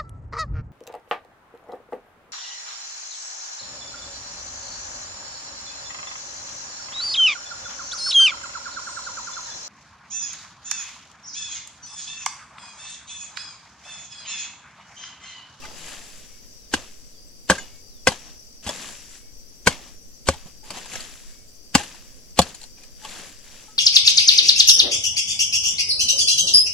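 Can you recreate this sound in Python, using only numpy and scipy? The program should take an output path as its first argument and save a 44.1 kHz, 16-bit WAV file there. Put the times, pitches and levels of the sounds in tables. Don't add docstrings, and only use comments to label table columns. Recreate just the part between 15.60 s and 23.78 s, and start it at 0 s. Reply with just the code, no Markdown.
import sys
import numpy as np
from scipy import signal
from scipy.fft import rfft, irfft, next_fast_len
from scipy.io import wavfile
from scipy.ndimage import uniform_filter1d, map_coordinates

SR = 44100
rng = np.random.default_rng(int(sys.argv[2]) if len(sys.argv) > 2 else 0)


def convert_level_to_amplitude(level_db):
    exponent = np.asarray(level_db, float) / 20
    return 10 ** exponent


def materialize(psi):
    bounded = np.clip(np.atleast_2d(psi).T, -1, 1)
    quanta = np.round(bounded * 32767).astype(np.int16)
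    wavfile.write(sys.argv[1], SR, quanta)


N = 360738

# frequency in Hz, density in dB per Hz.
MURMUR_COLOUR = [(47, -35), (80, -6.5), (156, -9.5), (195, -7), (250, -4.5), (330, -11.5), (520, -11),
                 (700, -18.5), (990, -26.5), (2750, -22.5), (3850, -24), (4400, -18), (5720, -42.5),
                 (9680, -120)]
# frequency in Hz, density in dB per Hz.
HAZE_COLOUR = [(3650, -33), (6200, -4), (8340, -7), (9470, -13.5), (10500, -7), (11400, -11),
               (15100, -13.5), (16000, -14)]
# frequency in Hz, density in dB per Hz.
WIND_COLOUR = [(4, -1), (10, -2.5), (25, -10.5), (60, -19), (130, -28.5), (250, -50)]
# time in seconds, level in dB.
WIND_STRENGTH = [(0, -56.5), (.52, -60.5), (.93, -60), (1.5, -58.5), (1.96, -59.5), (3.6, -59), (4.76, -57),
                 (5.76, -59.5), (6.17, -60.5), (6.92, -59), (7.2, -58.5), (8.18, -60)]
# time in seconds, low kind in dB, high kind in dB.
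INSECT_LEVELS = [(0, -57, -60), (1.05, -63, -55), (1.5, -60, -60), (2.85, -61, -56), (4.502, -62, -57.5),
                 (5, -58.5, -59), (6.65, -60, -59), (8.18, -60, -57)]
# centre in Hz, width in Hz.
INSECT_BANDS = [
    (4810, 400),
    (5740, 800),
]
# frequency in Hz, left-right correlation from -1 to 1.
FAR_LIKENESS = [(60, 0.83), (180, 0.21), (550, 0.68), (1650, -0.29), (4970, -0.047), (15000, -0.13)]
# frequency in Hz, left minus right in dB.
FAR_LEAN = [(60, -10), (130, 1.5), (290, 1), (640, -1), (1410, 0.5), (3100, -1.5), (6820, 8), (15000, -8.5)]
# frequency in Hz, left-right correlation from -1 to 1.
NEAR_LIKENESS = [(60, 0.36), (180, 1), (550, 0.9), (1650, 0.46), (4970, 0.74), (15000, 0.1)]
# frequency in Hz, left minus right in dB.
NEAR_LEAN = [(100, 2), (300, -1.5), (800, 1), (2000, 0.5), (3500, 3.5), (5200, 2), (7000, 19), (8300, 11.5),
             (10000, -19), (15000, -2)]
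# frequency in Hz, density in dB per Hz.
SOIL_COLOUR = [(59, -35.5), (100, -8.5), (203, -1.5), (370, -6), (551, -3.5), (1300, -6.5), (1690, -43.5),
               (2860, -120)]
# frequency in Hz, density in dB per Hz.
STEM_COLOUR = [(650, -38.5), (1100, -20), (1390, -13), (1640, -5.5), (2250, -8.5), (2610, -5.5),
               (6500, -11), (8450, -43.5), (14300, -120)]
# frequency in Hz, density in dB per Hz.
LEAF_COLOUR = [(3710, -37), (6300, -7.5), (7480, 1.5), (8630, -9), (10400, -8), (12300, -15), (15100, -31),
               (16000, -33)]
# frequency in Hz, density in dB per Hz.
EDGE_COLOUR = [(880, -29.5), (1500, -4), (2360, -9), (2740, -2), (4770, -5), (7090, -10.5), (8150, -8.5),
               (15400, -37), (16000, -46.5)]
# strongest moment in seconds, level in dB,
# swelling t60 in seconds, fading t60 in seconds, leafiness in dB.
PULLS = [(.05, -46, 0.59, 2.6, -6), (.32, -41, 1.9, 0.95, 1), (.6, -52, 1.3, 0.95, -0.5),
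         (1.24, -53, 0.61, 1.14, 1), (1.985, -43.5, 0.14, 0.54, -5), (2.16, -65, 1, 0.8, 2),
         (2.69, -52, 0.9, 0.43, -6.5), (3.27, -41, 1.75, 0.68, 2.5), (3.1, -43, .3, 0.5, -3),
         (3.18, -42, 1, 1.2, -2.5), (3.56, -51.5, 1.26, 0.28, 3), (4.28, -52, 1.3, 0.3, -8.5),
         (4.869, -50.5, 0.14, 0.16, -11.5), (5.107, -43, 0.059, 0.18, -12), (5.06, -48.5, 0.26, 1.7, -2),
         (5.17, -39, 0.44, 0.67, -2), (5.355, -38.5, 0.72, 1.03, 1), (5.7, -57.5, 1.1, 0.79, 2),
         (6.32, -50, 0.52, 1.08, -3), (6.56, -63.5, 1.5, 1, 1), (7.045, -55, 1.4, 0.33, 3),
         (7.227, -57, 0.66, 0.57, -6.5), (7.45, -45.5, 0.3, 1.14, -2.5), (7.6, -41, 1.98, 0.67, -0.5),
         (7.963, -48.5, 1.6, 1.05, -0.5)]
# level in dB, t60 in seconds, leafiness in dB.
SPRAYS_OF_SOIL = [(-39, 0.39, -5.5), (-32.5, 0.27, -5), (-37.5, 0.544, -3), (-38, 0.29, -5),
                  (-38, 0.6, -4.5), (-44.5, 0.69, -4.5), (-33.5, 0.47, -1.5), (-36.5, 0.47, -4)]
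# start in seconds, peak in dB, pitch in Hz, low knock in relative dB.
STEM_SNAPS = [(0.018, -38, 2750, -17), (0.0532, -35, 2100, -18), (1.9518, -27, 1610, -28),
              (1.981, -26, 1610, -6), (2.5185, -24, 1620, 0), (2.693, -44, 4270, -14),
              (3.042, -38.5, 7070, -14), (3.073, -30.5, 3280, 7), (3.0911, -21, 1920, -1),
              (4.1255, -27.5, 2230, -15.5), (4.738, -30, 3640, 0), (4.8682, -42.5, 5640, -10),
              (5.1051, -24, 4850, -28), (5.139, -39.5, 2220, 7), (5.1727, -28.5, 1900, 2),
              (5.3328, -28.5, 6600, -5), (5.357, -24.5, 2200, -5), (5.4036, -27.5, 4460, -8),
              (6.1998, -31.5, 1640, -3), (6.235, -26, 1600, -4.5), (6.3459, -41, 1770, -2),
              (6.8158, -15, 4430, -41), (6.89, -35, 7070, -26.5), (6.946, -31, 7000, -8),
              (7.016, -39, 7100, -2), (7.031, -35.5, 4100, -26), (7.0366, -36.5, 4120, -3),
              (7.181, -43, 2410, -5.5), (7.234, -36.5, 2420, -29), (7.447, -30, 3240, 0),
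              (5.2564, -30, 1510, -1)]
# start in seconds, frequency in Hz, level in dB, t60 in seconds.
BLADE_RINGS = [(.03, 860, -41, 0.28), (0.022, 1220, -42, 0.12), (1.984, 1640, -46, .12),
               (1.992, 2920, -43.5, .25), (1.99, 3480, -45, .27), (1.985, 5850, -50, 0.24),
               (1.985, 6780, -42, .2), (7.174, 2450, -49, .05), (7.214, 2450, -53, .04),
               (7.23, 2420, -48, .06), (5.03, 860, -50, .3), (5.339, 1290, -44, .4), (7.632, 520, -48, .06),
               (7.71, 300, -48, .08), (7.42, 860, -47, .3), (7.447, 1120, -39, 0.097),
               (8.08, 860, -48, 0.12), (8.081, 1290, -52, 0.29)]
# start in
# seconds, frequency in Hz, level in dB, swelling in ms.
BLADE_KNOCKS = [(0.0416, 1215, -42, 5.7), (0.048, 874, -41, 6.5), (0.0492, 2060, -40, 4.8),
                (0.0504, 1510, -36, 3.1), (1.9339, 1636, -45, 3.3), (1.9497, 1610, -33, 4),
                (1.9519, 543, -31, 2.1), (1.9791, 1606, -29.5, 5.9), (1.9832, 2100, -34, 3.8),
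                (2.4986, 401, -43, 7.2), (2.5108, 3150, -43, 7.0), (2.5147, 269, -33, 1.3),
                (2.5179, 800, -29, 1.2), (3.1024, 1000, -42, 6.3), (3.2245, 2590, -35.6, 1.4),
                (3.2611, 1810, -43, 2.7), (4.1086, 2150, -40.5, 7.0), (4.1125, 2400, -43, 3.2),
                (4.1149, 2820, -43, 1.8), (4.1156, 3430, -39.5, 4.6), (4.7229, 2240, -42, 6.8),
                (4.7316, 845, -37, 7.5), (4.7366, 1948, -43.5, 2.3), (5.103, 1022, -37, 3.4),
                (5.1035, 2930, -34, 1.4), (5.1059, 2360, -32, 1.1), (5.1715, 794, -42, 1.2),
                (5.3519, 2580, -39, 5.2), (5.354, 3320, -37, 1.3), (5.3544, 1710, -30, 1.9),
                (5.3559, 486, -35.5, 1.8), (6.1807, 690, -34, 1.28), (6.1811, 1780, -34, 7.0),
                (6.1957, 820, -30, 6.5), (6.2026, 1610, -32.5, 3.3), (6.8265, 2550, -40, 1.6),
                (7.4465, 860, -35.5, 7.3), (7.4466, 3402, -43, 3.6), (7.6352, 538, -38.5, 2.6),
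                (.02, 2680, -44, 7), (.036, 2380, -43, 3.7), (0.064, 3280, -45, 4.7),
                  (.078, 650, -43, 3.4), (1.921, 557, -24, 2.7), (2.479, 1570, -17.5, 2.5),
                  (4.0714, 193, -13, 1.5), (1.138, 395, -42, 1.5), (6.16, 227, -25, 2.5),
                  (6.79, 846, -10, 1.8), (6.797, 173.4, -14, 5.9), (6.799, 694, -14.5, 4.1),
                  (6.819, 180, -30.5, 4.3)]
# start in seconds, frequency in Hz, level in dB, swelling in ms.
JOLT_FLARES = [(1.1335, 519, -25, 6.2), (1.1362, 1580, -11, 2.4), (1.1372, 950, -15.5, 0.94),
               (1.1372, 1970, -29, 2.3), (1.1376, 270, -19.5, 2.7), (1.1393, 3680, -29, 4),
               (1.8975, 1240, -8.5, 1.3), (1.8982, 1600, -2.5, 1.4), (1.9018, 187, -17, 8.3),
               (1.9022, 890, -19.5, 4.3), (1.9056, 570, -8.5, 2.2), (1.9175, 1576, -11.5, 2.2),
               (2.4685, 525, -15, 8), (2.4702, 1545, -9.5, 4.2), (2.4718, 2600, -8, 0.77),
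               (2.4727, 750, -10, 2), (2.473, 2032, -14.5, 3.8), (2.4862, 187.7, -18, 1.7),
               (3.0889, 302, -30.5, 2.9), (3.09, 1840, -28, 1.6), (3.0901, 5130, -26, 2.5),
               (3.0907, 3400, -28, 3.1), (3.0911, 582, -26.5, 3.5), (3.0941, 1000, -35, 4.7),
               (4.0698, 2226, -12, 3.9), (4.071, 1002, -13.5, 2), (4.0714, 1528, -5, 2.9),
               (4.0721, 3560, -14, 2.3), (4.0734, 752, -12.5, 1.5), (4.075, 520, -8.5, 2.8),
               (4.6851, 538, -17, 6.6), (4.6857, 2290, -11, 1.14), (4.6861, 1512, -16.5, 2.5),
               (4.6867, 1125, -11, 1.4), (4.6881, 736, -12.5, 1.8), (4.6882, 153, -11.5, 1.4),
               (6.1484, 1990, -14, 3.3), (6.1508, 7290, -11.5, 1.5), (6.1509, 1543, -7.5, 2.1),
               (6.1511, 837, -8, 3.6), (6.1515, 2800, -7, 1.7), (6.152, 211.8, -3.5, 3),
               (6.7838, 236, -9.5, 3.3), (6.7895, 7080, -13.5, 2.2), (6.7899, 2906, -14.5, 2.3),
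               (6.7902, 3500, -8, 1.3), (6.7909, 709, -6, 2.2), (6.7912, 1186, -13.5, 1.5)]
# start in seconds, frequency in Hz, level in dB.
STALK_TICKS = [(3.0431, 7019, -39), (3.0495, 4823, -41.5), (3.0703, 3220, -29), (3.0733, 3330, -38),
               (3.083, 3300, -22), (3.0904, 3337, -28.7), (3.09, 5230, -34), (3.093, 6621, -38),
               (3.0954, 6696, -38), (3.108, 6840, -29), (5.1039, 4570, -24.5), (5.106, 7633, -38),
               (5.1763, 3186, -39), (5.1854, 6244, -32), (5.1857, 2700, -32), (5.331, 2660, -42),
               (5.3301, 6750, -38), (5.356, 5813, -23.5), (5.3546, 3348, -35), (5.378, 5830, -37.7),
               (5.4049, 6800, -39), (5.4059, 4370, -36.5), (6.8907, 3560, -37), (6.8943, 7127, -42),
               (6.9441, 4200, -34), (6.9475, 10300, -38), (6.953, 5717, -44.5), (6.9513, 7340, -48.5),
               (7.0147, 7300, -37), (7.0152, 4100, -34), (7.0136, 2760, -40), (7.0315, 4260, -33.5),
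               (7.0382, 4250, -31), (7.039, 7270, -37), (0.2733, 2840, -38), (0.2845, 4844, -34),
               (0.3194, 2723, -41), (0.3392, 4760, -40.5), (7.447, 3300, -44), (7.4912, 4295, -31),
               (7.5509, 3445, -34), (1.24, 2500, -46), (6.8172, 3700, -24), (6.35, 3050, -46),
               (1.93, 2700, -29), (1.9392, 3640, -37), (2.509, 3850, -27.5), (2.5145, 3111, -39),
               (6.179, 2900, -35.5), (6.193, 7450, -29)]
# start in seconds, length in seconds, start in Hz, end in Hz, level in dB.
WHISTLES = [
    (0.963, 0.14, 4400, 3640, -69),
    (1.515, 0.075, 4250, 3280, -65.5),
    (2.27, 0.165, 4760, 3350, -64.5),
    (0.685, 0.13, 2227, 2227, -64),
    (2.086, 0.13, 2230, 2230, -64),
    (3.592, 0.13, 2230, 2225, -66),
    (5.7, 0.165, 2225, 2230, -66),
]
# time in seconds, edge peak in dB, body in relative dB, stopping time (40 dB
# down) in seconds, rebound in dB.
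BLOWS = [
    (1.1384, -3, 1, 0.028, -35),
    (1.899, -1.5, 10, 0.046, -8),
    (2.4716, -1.5, 7.5, 0.045, -12.5),
    (3.0648, -20, 4.5, 0.075, -7),
    (4.072, 1.5, 2.5, 0.031, -23),
    (4.687, 3, -0.5, 0.013, -26),
    (6.1508, 5.5, 1.5, 0.023, -17),
    (6.79, 7.5, 4.5, 0.017, -44),
]
# blade enters leaves in seconds, swish in dB,
# ground thud in dB, clod in dB.
LEAF_ENTRIES = [(1.124, -31, -27.5, -24.5), (1.887, -28, -22.5, -29.5), (2.465, -24.5, -27.5, -19),
                (3.037, -44.5, -31, -30), (4.06, -21.5, -24, -15.5), (4.667, -27, -16.5, -14.5),
                (6.141, -20.5, -21.5, -18.5), (6.77, -30.5, -17.5, -37)]
LANDING_TILTS = [-2.5, -1, 1, 2, 3.5, -3, 5, -2]
# frequency in Hz, width in Hz, level in dB.
HOE_MODES = [(210, 24, -7.5), (324, 150, -11), (538, 40, -4.5), (790, 61, -4.5), (837, 81, -3.5),
             (1080, 60, -3.5), (1178, 77, -9), (1555, 63, -16.5), (1980, 27, -12.5), (2200, 25, -17),
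             (2580, 100, -12), (2633, 48, -14.5)]
# start in seconds, level in dB, pitch in Hz.
CLOD_DROPS = [(4.858, -34, 170), (4.735, -38, 130), (5.103, -38, 150), (5.17, -39, 250), (3.09, -38, 140),
              (5.35, -39, 110), (6.93, -44, 200), (7.7, -44, 200)]
# frequency in Hz, t60 in seconds.
WOOD_T60 = [(150, 0.049), (1500, 0.036), (8000, 0.047)]

MURMUR_DB, HAZE_DB = -57, -56
SPRAY_AFTER_S, SPRAY_RISE_S = 0.03, 0.043
BRUSH_DB, BRUSH_EARLY_S, BRUSH_RISE_S, BRUSH_FALL_S = -48.5, 0.0042, 0.07, 0.3
SOIL_DB, LEAVES_DB, STILL_DB = -7.5, -3, -76.5
SOIL_GROWS, LEAVES_GROWS = 1.31, 0.78
GRIP_DB, LET_GO_DB, STEEPER = 4.5, 24, 6
GRIT_PER_S, GRIT_DB, GRIT_HZ, GRIT_OCTAVES, GRIT_CYCLES = 900, -8, 3200, 0.9, 4
FLARE_DB, KNOCK_DB, TICK_DB = -1, -1, -4
TICK_MS, TICK_CRACK_DB = 0.83, -9.5
BITE_S = 0.0009
STIFLE = 1.21
REBOUND_S, JOLT_DB = 0.016, -12
DAMPING = 0.024
THUMP_T60_S = 0.04


def unit(x):
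    return x / np.sqrt(np.mean(x ** 2) + 1e-20)


def along(points, hz):
    f, v = np.transpose(points)
    return np.interp(np.log(hz + 1), np.log(f + 1), v)


def coloured(points):
    return lambda hz: convert_level_to_amplitude(along(points, hz))


def bell(centre_hz, half_width_hz, order):
    return lambda hz: 1 / (1 + ((hz - centre_hz) / half_width_hz) ** order)


def decay(t, t60):
    return convert_level_to_amplitude(-60 * t / t60)


def onset(t, rise_s):
    return 1 - np.exp(-t / rise_s)


def sine(hz, t):
    return np.sin(2 * np.pi * hz * t)


def curves(rows):
    s, *cols = np.transpose(rows)
    return [np.interp(np.arange(N) / SR, s, c) for c in cols]


def wobble(rate):
    knots = rng.standard_normal(int(N * rate / SR) + 4)
    return map_coordinates(knots, [np.arange(N) * rate / SR])


def filtered(x, response):
    m = next_fast_len(x.shape[-1] + 8192)
    spectrum = rfft(x, m) * response(np.fft.rfftfreq(m, 1 / SR))
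    return irfft(spectrum, m)[..., :x.shape[-1]]


def burst(size, response):
    return unit(filtered(rng.standard_normal(size), response))


def leaning(side, hz):
    return convert_level_to_amplitude(np.outer([.5, -.5], along(side, hz)))


def rush(gain, alike, side, grit_db=0, patchy_db=0):
    pair = rng.standard_normal((2, N)) * convert_level_to_amplitude(grit_db * wobble(1800))
    if patchy_db:
        z = signal.stft(pair, nperseg=256)[2]
        field = uniform_filter1d(rng.standard_normal(z.shape[1:]), size=5, axis=0)
        field = uniform_filter1d(field, size=8, axis=1)
        pair = signal.istft(z * convert_level_to_amplitude(patchy_db * unit(field)), nperseg=256)[1][:, :N]
    m = next_fast_len(N)
    hz = np.fft.rfftfreq(m, 1 / SR)
    turn = np.arccos(np.clip(along(alike, hz), -1, 1)) / 2
    shared, opposed = rfft(pair, m) * gain(hz) * [np.cos(turn), np.sin(turn)]
    ports = np.array([shared + opposed, shared - opposed])
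    return unit(irfft(ports * leaning(side, hz), m)[:, :N])


def add(track, s, sound):
    part = track[round(s * SR):][:len(sound)]
    part += sound[:len(part)]


def air():
    murmur = convert_level_to_amplitude(MURMUR_DB) * rush(coloured(MURMUR_COLOUR), FAR_LIKENESS, FAR_LEAN)
    haze = convert_level_to_amplitude(HAZE_DB) * rush(coloured(HAZE_COLOUR), FAR_LIKENESS, FAR_LEAN, patchy_db=3.5)
    wind = rush(coloured(WIND_COLOUR), [(30, 0.036)], [(30, 0.0044)])
    gusts = convert_level_to_amplitude(curves(WIND_STRENGTH)[0] + 12.5 + 1.3 * wobble(2.9))
    return murmur + haze + gusts * wind


def insects():
    out = 0
    for db, (centre_hz, width_hz) in zip(curves(INSECT_LEVELS), INSECT_BANDS):
        peak = bell(centre_hz, width_hz / 2, 2)
        band = rush(lambda hz: peak(hz) ** 1.4, FAR_LIKENESS, FAR_LEAN)
        pulse_db = 1.2 * wobble(19) + 0.47 * wobble(70) + 1.2 * wobble(3)
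        out = out + convert_level_to_amplitude(db + 4.0 + pulse_db) * band
    return out


def grit():
    draw = rng.random((round(GRIT_PER_S * N / SR), 4))
    spread = 3.4 * (draw[:, 1:2] + draw[:, 3:] - 1) / np.sqrt(2)
    hz = np.clip(GRIT_HZ * 2 ** (GRIT_OCTAVES * spread), 1000, 9000)
    step = np.arange(256)
    u = step * hz / (SR * GRIT_CYCLES / 3)
    size = -np.log(1 - draw[:, 2:3]) * np.sqrt(hz / GRIT_HZ)
    grains = size * u * np.exp(-u) * sine(hz, step / SR)
    where = (draw[:, :1] * N).astype(int) + step
    return unit(np.bincount(where.ravel(), grains.ravel(), N + 256)[:N])


def rustle():
    sprays = [(blow[0] + SPRAY_AFTER_S, db, SPRAY_RISE_S, t60, leafy)
              for blow, (db, t60, leafy) in zip(BLOWS, SPRAYS_OF_SOIL)]
    brushes = [(entry[0] - BRUSH_EARLY_S, BRUSH_DB, BRUSH_RISE_S, BRUSH_FALL_S, -2) for entry in LEAF_ENTRIES]
    s, db, rise, fall, leafy = np.transpose(PULLS + sprays + brushes)[:, :, None]
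    t = np.arange(0, N / SR + .01, .002)
    before_db = 60 * (s - t) / rise
    after_db = 60 * (t - s) / fall
    cut_db = STEEPER * np.maximum(before_db - GRIP_DB, 0) + STEEPER / 4 * np.maximum(after_db - LET_GO_DB, 0)
    force_db = db - np.maximum(before_db, after_db) - cut_db + 45
    soil_db = SOIL_GROWS * force_db + SOIL_DB - leafy
    leaves_db = LEAVES_GROWS * force_db + LEAVES_DB + leafy
    gains = []
    for share_db in (soil_db, force_db, leaves_db):
        power = np.sum(convert_level_to_amplitude(share_db - 45.0) ** 2, axis=0) + convert_level_to_amplitude(STILL_DB) ** 2
        gains.append(np.interp(np.arange(N) / SR, t, np.sqrt(power)))
    flutter = convert_level_to_amplitude(0.73 * wobble(40) + 0.25 * wobble(130))
    out = convert_level_to_amplitude(GRIT_DB) * gains[1] * grit() * convert_level_to_amplitude([[1], [-1]])
    for gain, colour, grit_db in zip(gains, (SOIL_COLOUR, STEM_COLOUR, LEAF_COLOUR), (2.2, 3.2, 2.8)):
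        layer = rush(coloured(colour), NEAR_LIKENESS, NEAR_LEAN, grit_db, patchy_db=0.45)
        out = out + gain * flutter * layer
    return out


def snaps():
    out, t = np.zeros(N), np.arange(SR // 12) / SR
    for s, db, pitch_hz, knock_db in STEM_SNAPS:
        crack = burst(len(t), coloured(EDGE_COLOUR))
        ping = convert_level_to_amplitude(-2.5) * burst(len(t), bell(pitch_hz, 150, 2))
        knock = convert_level_to_amplitude(knock_db) * burst(len(t), bell(800, 250, 4))
        tick = convert_level_to_amplitude(db - 13) * decay(t, .022) * burst(len(t), coloured(LEAF_COLOUR))
        shape = convert_level_to_amplitude(db - 8.0) * decay(t, 0.051) * onset(t, 0.0014)
        add(out, s, shape * (crack + ping + knock) + tick)
    return out


def contacts():
    out, t = np.zeros(N), np.arange(SR // 12) / SR
    blows = np.array([blow[0] for blow in BLOWS])
    for table, trim_db in ((JOLT_FLARES, FLARE_DB), (BLADE_KNOCKS, KNOCK_DB)):
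        for s, hz, db, ms in table:
            u = t / (ms / 1000)
            swell = u * np.exp((1 - u ** STIFLE) / STIFLE)
            ahead = np.min(np.where(blows > s, blows - s, 1))
            bite = np.clip((t - ahead) / BITE_S + 1, 0, 1) if ahead < .008 else 1
            add(out, s, convert_level_to_amplitude(db + trim_db) * swell * bite * sine(hz, t))
    return out


def rings():
    out, t = np.zeros(N), np.arange(SR // 2) / SR
    for s, hz, db, t60 in BLADE_RINGS:
        add(out, s, convert_level_to_amplitude(db) * decay(t, t60) * sine(hz, t) * onset(t, 0.002))
    return out * convert_level_to_amplitude(2 * wobble(60))


def ticks():
    out, t = np.zeros(N), np.arange(SR // 12) / SR
    u = t / (TICK_MS / 1000)
    for s, hz, db in STALK_TICKS:
        noise = burst(len(t), lambda f: coloured(EDGE_COLOUR)(f) + coloured(LEAF_COLOUR)(f))
        add(out, s, convert_level_to_amplitude(db + TICK_DB) * u * np.exp(1 - u) * (sine(hz, t) + convert_level_to_amplitude(TICK_CRACK_DB) * noise))
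    return out


def bird():
    out = np.zeros(N)
    for s, length, start_hz, end_hz, db in WHISTLES:
        u = np.arange(round(length * SR)) / (length * SR)
        pitch = end_hz + (start_hz - end_hz) * (1 - u) ** 2
        breath = np.sin(np.pi * u) ** 0.28 * convert_level_to_amplitude(1.0 + 0.89 * wobble(40)[:len(u)])
        add(out, s, convert_level_to_amplitude(db) * breath * np.sin(2 * np.pi * np.cumsum(pitch) / SR))
    return out


def struck(tilt_db):
    return [(hz, width, db + tilt_db * np.log2(hz / 700)) for hz, width, db in HOE_MODES]


def resonant(modes):
    def response(f):
        total = 0
        for k, (centre, width, db) in enumerate(modes):
            loss = 1j * f * (width + DAMPING * centre)
            total = total + (-1) ** k * convert_level_to_amplitude(db) * loss / (centre * centre - f * f + loss)
        return total
    return response


def chops():
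    out, t = np.zeros(N), np.arange(SR // 4) / SR
    size, edge = len(t), coloured(EDGE_COLOUR)
    for blow, entry_row, tilt_db in zip(BLOWS, LEAF_ENTRIES, LANDING_TILTS):
        s, db, body_db, stop, rebound_db = blow
        entry, swish_db, thud_db, clod_db = entry_row
        rebound = (t > REBOUND_S) * convert_level_to_amplitude(rebound_db) * decay(np.abs(t - REBOUND_S), 0.01)
        force = convert_level_to_amplitude(-40 * (t / stop) ** 1.584) + rebound
        jolts = rng.standard_normal(size) * convert_level_to_amplitude(5.4 * rng.standard_normal(size)) * force
        jolts[0] += 1.4 * np.linalg.norm(jolts)
        body = resonant(struck(tilt_db))
        ring = filtered(jolts, lambda hz: body(hz) / (1 + 1j * hz / 4000))
        ring = ring / np.abs(ring).max()
        tearing = convert_level_to_amplitude(-7.5) * force ** 1.94 + convert_level_to_amplitude(-37.5) * decay(t, 0.19)
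        crack = burst(size, edge) * tearing * onset(t, 0.0016)
        thud = convert_level_to_amplitude(thud_db) * decay(t, 0.13) * sine(76, t)
        clod = convert_level_to_amplitude(clod_db - 6.0 - 60 * (t / 0.05) ** 1.9) * burst(size, bell(210, 130, 4))
        hit = convert_level_to_amplitude(db) * (convert_level_to_amplitude(body_db + JOLT_DB) * ring + convert_level_to_amplitude(-4.5) * crack)
        add(out, s - .001, hit + (thud + clod) * onset(t, 0.0015))
        swell = onset(t, 0.0075) * decay(np.clip(t - (s - entry), 0, None), .12)
        swish = burst(size, edge) + 0.52 * burst(size, coloured(SOIL_COLOUR))
        add(out, entry, convert_level_to_amplitude(swish_db) * swell * swish)
    return out


def scatter(x):
    hz, t, z = signal.stft(rng.standard_normal((2, SR // 3)), SR, nperseg=256)
    fade = decay(t, along(WOOD_T60, hz)[:, None])
    bright = np.clip(hz / 1800, .04, 1)[:, None]
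    tail = signal.istft(z * fade * bright, SR, nperseg=256)[1]
    return signal.fftconvolve(x[None], tail / np.linalg.norm(tail[0]), axes=1)[:, :N]


def thumps():
    out, t = np.zeros(N), np.arange(SR // 10) / SR
    for s, db, hz in CLOD_DROPS:
        add(out, s, convert_level_to_amplitude(db) * decay(t, THUMP_T60_S) * onset(t, 0.0008) * sine(hz, t))
    return out


def scene():
    hoe = snaps() + contacts() + rings() + ticks() + chops() + thumps()
    lag = lambda hz: np.exp(-1j * np.pi * np.outer([-1, 1], hz) * 4.5e-5)
    direct = filtered(np.array([hoe, hoe]), lambda hz: leaning(NEAR_LEAN, hz) * lag(hz))
    whistles = bird() * convert_level_to_amplitude([[1.5], [-1.5]])
    return air() + insects() + rustle() + whistles + direct + convert_level_to_amplitude(-2.0) * scatter(hoe)


def roll_off(x):
    return signal.sosfilt(signal.butter(12, 16120, fs=SR, output="sos"), x)


def record(dry):
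    mix = filtered(np.clip(dry, -1, 1), lambda hz: 1 / (1 + (hz / 16500) ** 24))
    return roll_off(mix)


dry = scene()
out = record(dry)
materialize(out)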